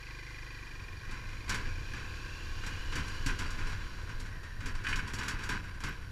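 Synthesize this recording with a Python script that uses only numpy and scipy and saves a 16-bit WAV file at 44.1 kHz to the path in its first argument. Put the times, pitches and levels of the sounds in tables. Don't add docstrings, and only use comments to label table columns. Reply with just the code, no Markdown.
import sys
import numpy as np
from scipy import signal
from scipy.fft import rfft, irfft
from scipy.io import wavfile
from scipy.ndimage import uniform_filter1d

SR = 44100
rng = np.random.default_rng(int(sys.argv[2]) if len(sys.argv) > 2 else 0)


def to_wav(s):
    ch = np.atleast_2d(s).T
    pcm = np.round(np.clip(ch, -1, 1) * 32767)
    wavfile.write(sys.argv[1], SR, pcm.astype(np.int16))


N = 269451
TIME = np.arange(N) / SR

# time_s, firing_hz
REVS = [(0, 24.72), (.3, 25.51), (.6, 24.32), (.9, 22.88), (1.4, 26.9), (1.7, 29.71), (2, 31.63),
        (2.6, 35.42), (2.9, 36.77), (3.2, 37), (3.5, 34.4), (3.8, 32.5), (4.1, 27), (4.4, 23.2), (6.11, 19)]
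# time_s, torque (1 pulling hard, 0 coasting, below 0 engine braking)
TORQUE = [(0, 0.72), (.4, 0.88), (.8, 0.43), (1.8, 0.71), (3.2, 0.87), (3.7, -0.22), (4.15, -0.14),
          (4.4, -0.82), (6.11, -0.44)]
# frequency_hz, gain_db
EXHAUST_PIPE = [(20, 3), (50, 4), (64, 5.5), (76, -15), (98, -3), (125, -2), (150, -11.5), (180, -46),
                (300, -90)]
AIRBOX = [(100, -20), (170, -8), (230, -3), (280, 0.5), (350, 5), (400, -7), (430, -19), (470, 0),
          (510, 0.5), (580, -27), (700, -31.5), (850, -35)]
# frequency_hz, gain_db
PISTON_TONE = [(400, -32), (750, -13), (1050, -1), (1350, -19), (1800, -0.5), (2100, -4), (2420, -4),
               (2650, -6.5), (2950, -10), (4600, -11), (9000, -32), (15000, -54)]
VALVE_TONE = [(100, -26), (330, 1), (480, -2.5), (650, -11.5), (1050, -1.5), (1300, -6), (1600, 1.5),
              (2200, -4), (3000, -0.5), (3650, -5.5), (5100, -11), (6900, -11), (8500, -21), (12000, -24.5),
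              (15000, -30)]
BUFFET_TONE = [(6, -2), (14, 1.5), (21, 0.5), (30, 2.5), (45, -2.5), (65, -16), (120, -28.5), (400, -75.5)]
RUSH_TONE = [(20, -4.5), (45, -1.5), (70, 0.5), (97, 4.5), (130, -8.5), (200, -17), (300, -21), (500, -26),
             (800, -30.5), (3000, -68)]
HISS_TONE = [(1000, 10), (4000, 4.5), (8000, -5.5), (11000, 1), (13000, -2.5), (15000, -9)]
PLATE_TONE = [(200, -2), (450, -15), (650, -17.5), (900, -5), (1400, -3), (2200, -0.5), (3000, -4.5),
              (3600, -12), (5500, -17.5), (8000, -23.5), (15000, -41.5)]
CLACK_TONE = [(500, -14.5), (1000, -4), (2500, 1), (4000, 3), (5500, -0.5), (7700, 0.5), (9000, -7.5),
              (11000, -5), (12500, -18), (15000, -17)]
THUD_TONE = [(30, -4.5), (100, 3.5), (180, -3), (270, -5), (340, -10), (450, -11), (650, -26.5),
             (1500, -55)]
BRACKET_TONE = [(500, -24), (1050, -20), (1450, -2), (2200, -3.5), (3000, -4), (3600, -15.5), (5000, -23),
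                (10000, -27), (15000, -52)]
# pitch_hz, width_hz, lift_db
HOUSING_MODES = [(1057, 190, 5.5), (1578, 352, 10.5), (2450, 43, 5), (4636, 190, 9.5), (5587, 400, 9.5),
                 (6850, 590, 3.5)]
MOUNT_MODES = [(21.35, 4.5, 12.5)]
CRANKCASE_MODES = [(1093, 28, 8), (4080, 123, 12), (4750, 175, 6.3), (9850, 200, 9.8), (14150, 220, 7.6)]
FRAME_CAVITIES = [(90, 17, 4.5), (180, 27, 2.5), (237.5, 25, 4), (280.5, 45, 7.5)]
PLATE_MODES = [(1001, 79, 6.2), (1450, 39, 4.4), (2400, 27, 2), (2580, 100, 2.3), (2920, 23, 2.2),
               (3905, 88, 9.9)]
BRACKET_MODES = [(1527, 60, 5.5), (2218, 57, 13), (2486, 120, 9.5), (2990, 50, 11.5), (3850, 100, 10)]
# time_s, level_db
WIND = [(0, -62.5), (.9, -48), (1.15, -44), (1.62, -40), (2.4, -43.5), (3.05, -38), (4.1, -37),
        (4.45, -42.5), (4.9, -36), (5.2, -47), (6.11, -43.5)]
# time_s, level_db
TREMOR = [(0, -71), (1, -57.5), (1.1, -49.5), (1.4, -64), (2.4, -64.5), (3.7, -51.5), (4.4, -56.5),
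          (5.1, -46.5), (6.11, -70)]
# start_s, ring_db, clack_db, thud_db
PLATE_BLOWS = [(1.4792, -33, -52, -56), (1.493, -25, -32, -39), (1.543, -30.5, -38, -39),
               (1.934, -32.5, -51, -43), (2.6346, -32.5, -51, -45), (2.6631, -35, -41.5, -41),
               (2.923, -29, -48, -42), (2.9546, -27, -38.5, -29.5), (3.0784, -54, -45.5, -59),
               (3.261, -26, -34.5, -32), (3.389, -29.5, -39, -48), (3.5036, -34.5, -44, -44.5),
               (3.5861, -34, -50, -38), (3.668, -35.5, -47, -42), (4.1989, -41, -45.5, -41.5),
               (4.6041, -36, -53, -40), (4.6582, -33, -41.5, -39), (4.885, -27, -40.5, -41.5),
               (4.9568, -29.5, -38.5, -41.5), (5.0745, -37, -45.5, -46), (5.1344, -35, -38.5, -39),
               (5.1851, -29.5, -41, -39), (5.2308, -30, -42.5, -45), (5.2806, -26, -34.5, -40),
               (5.436, -34.5, -42.5, -60), (5.4898, -24.5, -37.5, -32.5), (5.8027, -36, -49, -45),
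               (5.8365, -27.5, -40.5, -39)]
# start_s, level_db
BRACKET_BANGS = [(4.846, -34.5), (4.867, -26), (4.927, -28), (4.988, -34)]


def amp(db):
    return 10 ** (np.asarray(db) / 20)


def unit(x):
    return x / np.sqrt(np.mean(x ** 2) + 1e-20)


def curve(rows):
    return np.interp(TIME, *np.transpose(rows))


def spectrum_db(tone, hz):
    f, db = np.transpose(tone)
    return np.interp(np.log(hz + 1), np.log(f + 1), db)


def add(mix, start_s, sound):
    part = mix[max(round(start_s * SR), 0):][:len(sound)]
    part += sound[:len(part)]


def drift(hz):
    f = np.fft.rfftfreq(N, 1 / SR)
    return unit(irfft(rfft(rng.standard_normal(N)) * np.exp(-(f / hz) ** 2), N))


def colour(x, tone, modes=(), size=8192):
    f = abs(np.fft.fftfreq(size, 1 / SR))
    db = spectrum_db(tone, f)
    for hz, width_hz, lift_db in [*modes, *HOUSING_MODES]:
        db = db + lift_db / (1 + (2 * (f - hz) / width_hz) ** 2)
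    minimum_phase = np.exp(np.conj(signal.hilbert(np.log(amp(db)))))
    ring = np.fft.ifft(minimum_phase).real[:size // 2]
    return signal.oaconvolve(x, ring / np.linalg.norm(ring))[:N]


def contacts(per_s, spread_db):
    size = amp(spread_db * np.minimum(rng.exponential(1, N), 3.5))
    return unit(size * rng.choice([-1, 1], N) * (rng.random(N) < per_s / SR))


def stroke(cycles, at, length):
    age = (cycles - at) % 1 / length
    return unit(age * np.exp(-age))


def strike(life_s, spread_db, rise_s=0.00092):
    t = np.arange(SR // 3) / SR
    clumps = unit(uniform_filter1d(rng.standard_normal(len(t)), size=64))
    rebounds = unit(rng.standard_normal(len(t)) * amp(spread_db * clumps))
    return rebounds * (1 - np.exp(-t / rise_s)) * np.exp(-t / life_s)


def puffs(duct, firing_hz, cycles):
    phase = 2 * np.pi * (cycles - .25)
    return unit(sum(amp(spectrum_db(duct, k * firing_hz)) * np.cos(k * phase - 0.1205 * k ** 2)
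                    for k in range(1, 32)))


def piston_slap(cycles, barrel_hz=2420):
    slap = unit(0.57 + stroke(cycles, at=0.66, length=0.055)
                + 0.46 * stroke(cycles, at=0.816, length=0.055))
    barrel = unit(np.cos(2 * np.pi * (barrel_hz * TIME + 0.16 * drift(124))))
    grit = colour(slap * rng.standard_normal(N), PISTON_TONE)
    return unit(grit + 1.18 * slap * barrel)


def valve_clatter(cycles):
    swell = (4.1 + 0.19 * stroke(cycles, at=0.196, length=0.056)
             + 0.12 * stroke(cycles, at=0.87, length=0.19))
    return colour(unit(swell * contacts(per_s=12000, spread_db=2.5)), VALVE_TONE, CRANKCASE_MODES)


def gear_whine(cycles, meshes_per_cycle=80):
    mesh = meshes_per_cycle * cycles + .25 * np.sin(2 * np.pi * cycles) + .33 * drift(65)
    return unit(np.cos(2 * np.pi * mesh) * (1 + .5 * drift(140)))


def engine(cruise_hz=25):
    firing_hz, torque = curve(REVS), curve(TORQUE)
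    cycles = np.cumsum(firing_hz) / SR
    octaves = np.log2(firing_hz / cruise_hz)
    unevenness = 1 + drift(12) / 10
    exhaust = amp(-50.5 + 4.7 * torque + 3.8 * octaves) * puffs(EXHAUST_PIPE, firing_hz, cycles)
    intake = amp(-64.5 + 3 * torque + 10.8 * octaves) * puffs(AIRBOX, firing_hz, cycles)
    pulling = np.tanh(np.maximum(torque, 0) / 0.41)
    piston = amp(-53 - 7.5 * octaves) * pulling * piston_slap(cycles)
    valves = amp(-55 + 2.06 * torque + 10.3 * octaves) * valve_clatter(cycles)
    gears = amp(-54.5) * abs(torque) * gear_whine(cycles)
    return unevenness * (exhaust + intake) + piston + valves + gears


def aftermath(life_s, rise_s):
    energy = np.zeros(N)
    t = np.arange(SR) / SR
    swell = (1 - np.exp(-t / rise_s)) * np.exp(-t / life_s)
    for start_s, ring_db, _, _ in PLATE_BLOWS:
        add(energy, start_s, (amp(ring_db) * swell) ** 2)
    return np.sqrt(energy)


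def wind(rush_ceiling_db=-44.5, knee_db=-43.5):
    wind_db = curve(WIND)
    jolt = amp(-11.5) * aftermath(life_s=0.17, rise_s=0.034)
    rush_level = amp(rush_ceiling_db) * np.tanh(amp(wind_db - knee_db))
    buffet = unit(colour(rng.standard_normal(N), BUFFET_TONE, MOUNT_MODES))
    rush = unit(colour(rng.standard_normal(N) * amp(1.9 * drift(32)), RUSH_TONE))
    return np.hypot(amp(wind_db), jolt) * buffet + np.hypot(rush_level, amp(-6) * jolt) * rush


def hiss(level_db=-63):
    return amp(level_db) * colour(rng.standard_normal(N), HISS_TONE, modes=[(9390, 290, 9.5)])


def deck_rattle():
    after_blows = amp(-15.5) * aftermath(life_s=0.14, rise_s=0.023)
    level = np.hypot(amp(curve(TREMOR)), after_blows)
    shake = level * unit(amp(2.17 * drift(19.5)))
    knocks = colour(shake * contacts(per_s=1200, spread_db=0.83), PLATE_TONE, PLATE_MODES)
    drumming = colour(shake * rng.standard_normal(N), THUD_TONE)
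    return knocks + amp(-1) * drumming


def small_blows(per_s=6.5, spread_db=1.5):
    when, strength = rng.random((round(per_s * N / SR), 2)).T
    starts_s = when * N / SR
    levels_db = np.interp(starts_s, *np.transpose(TREMOR)) + spread_db * (2 * strength - 1)
    return [(start_s, db + 15, db, db + 1) for start_s, db in zip(starts_s, levels_db)]


def deck_plates(rebound_s=.027):
    ring, clack, thud = np.zeros((3, N))
    pulse = np.hanning(round(.002 * SR))
    shove = 14 * pulse / pulse.sum()
    for start_s, ring_db, clack_db, thud_db in PLATE_BLOWS + small_blows():
        for delay_s, ring_drop_db, clack_drop_db in ((0, 0, 0), (rebound_s, 4, 15.5)):
            hit_s = start_s + delay_s
            add(ring, hit_s, amp(ring_db - ring_drop_db) * strike(life_s=0.039, spread_db=0.2))
            add(clack, hit_s, amp(clack_db - clack_drop_db) * strike(life_s=0.02, spread_db=-0.5))
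        add(thud, start_s, amp(thud_db) * shove)
        add(thud, start_s, amp(thud_db) * strike(life_s=0.037, spread_db=-0.3))
    return (0.33 * colour(ring, PLATE_TONE, PLATE_MODES)
            + 0.93 * colour(clack, CLACK_TONE)
            + 0.65 * colour(thud, THUD_TONE, FRAME_CAVITIES))


def bracket():
    force = np.zeros(N)
    for start_s, level_db in BRACKET_BANGS:
        add(force, start_s, amp(level_db) * strike(life_s=0.013, spread_db=2.5))
    return colour(force, BRACKET_TONE, BRACKET_MODES)


def tink(start_s=5.888, pitch_hz=11750, life_s=0.0027):
    t = np.arange(SR // 10) / SR
    envelope = amp(-46) * t / life_s * np.exp(-t / life_s)
    ping = np.zeros(N)
    add(ping, start_s, envelope * np.sin(2 * np.pi * pitch_hz * t))
    return ping


def scene():
    return (engine() + deck_plates() + bracket() + tink() + deck_rattle() + wind() + hiss())[None]


def record(dry, cutoff_hz=15450):
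    lowpass = signal.firwin(511, cutoff_hz, window=("kaiser", 9), fs=SR)
    return signal.oaconvolve(dry, lowpass[None], "same")


dry = scene()
out = record(dry)
to_wav(out)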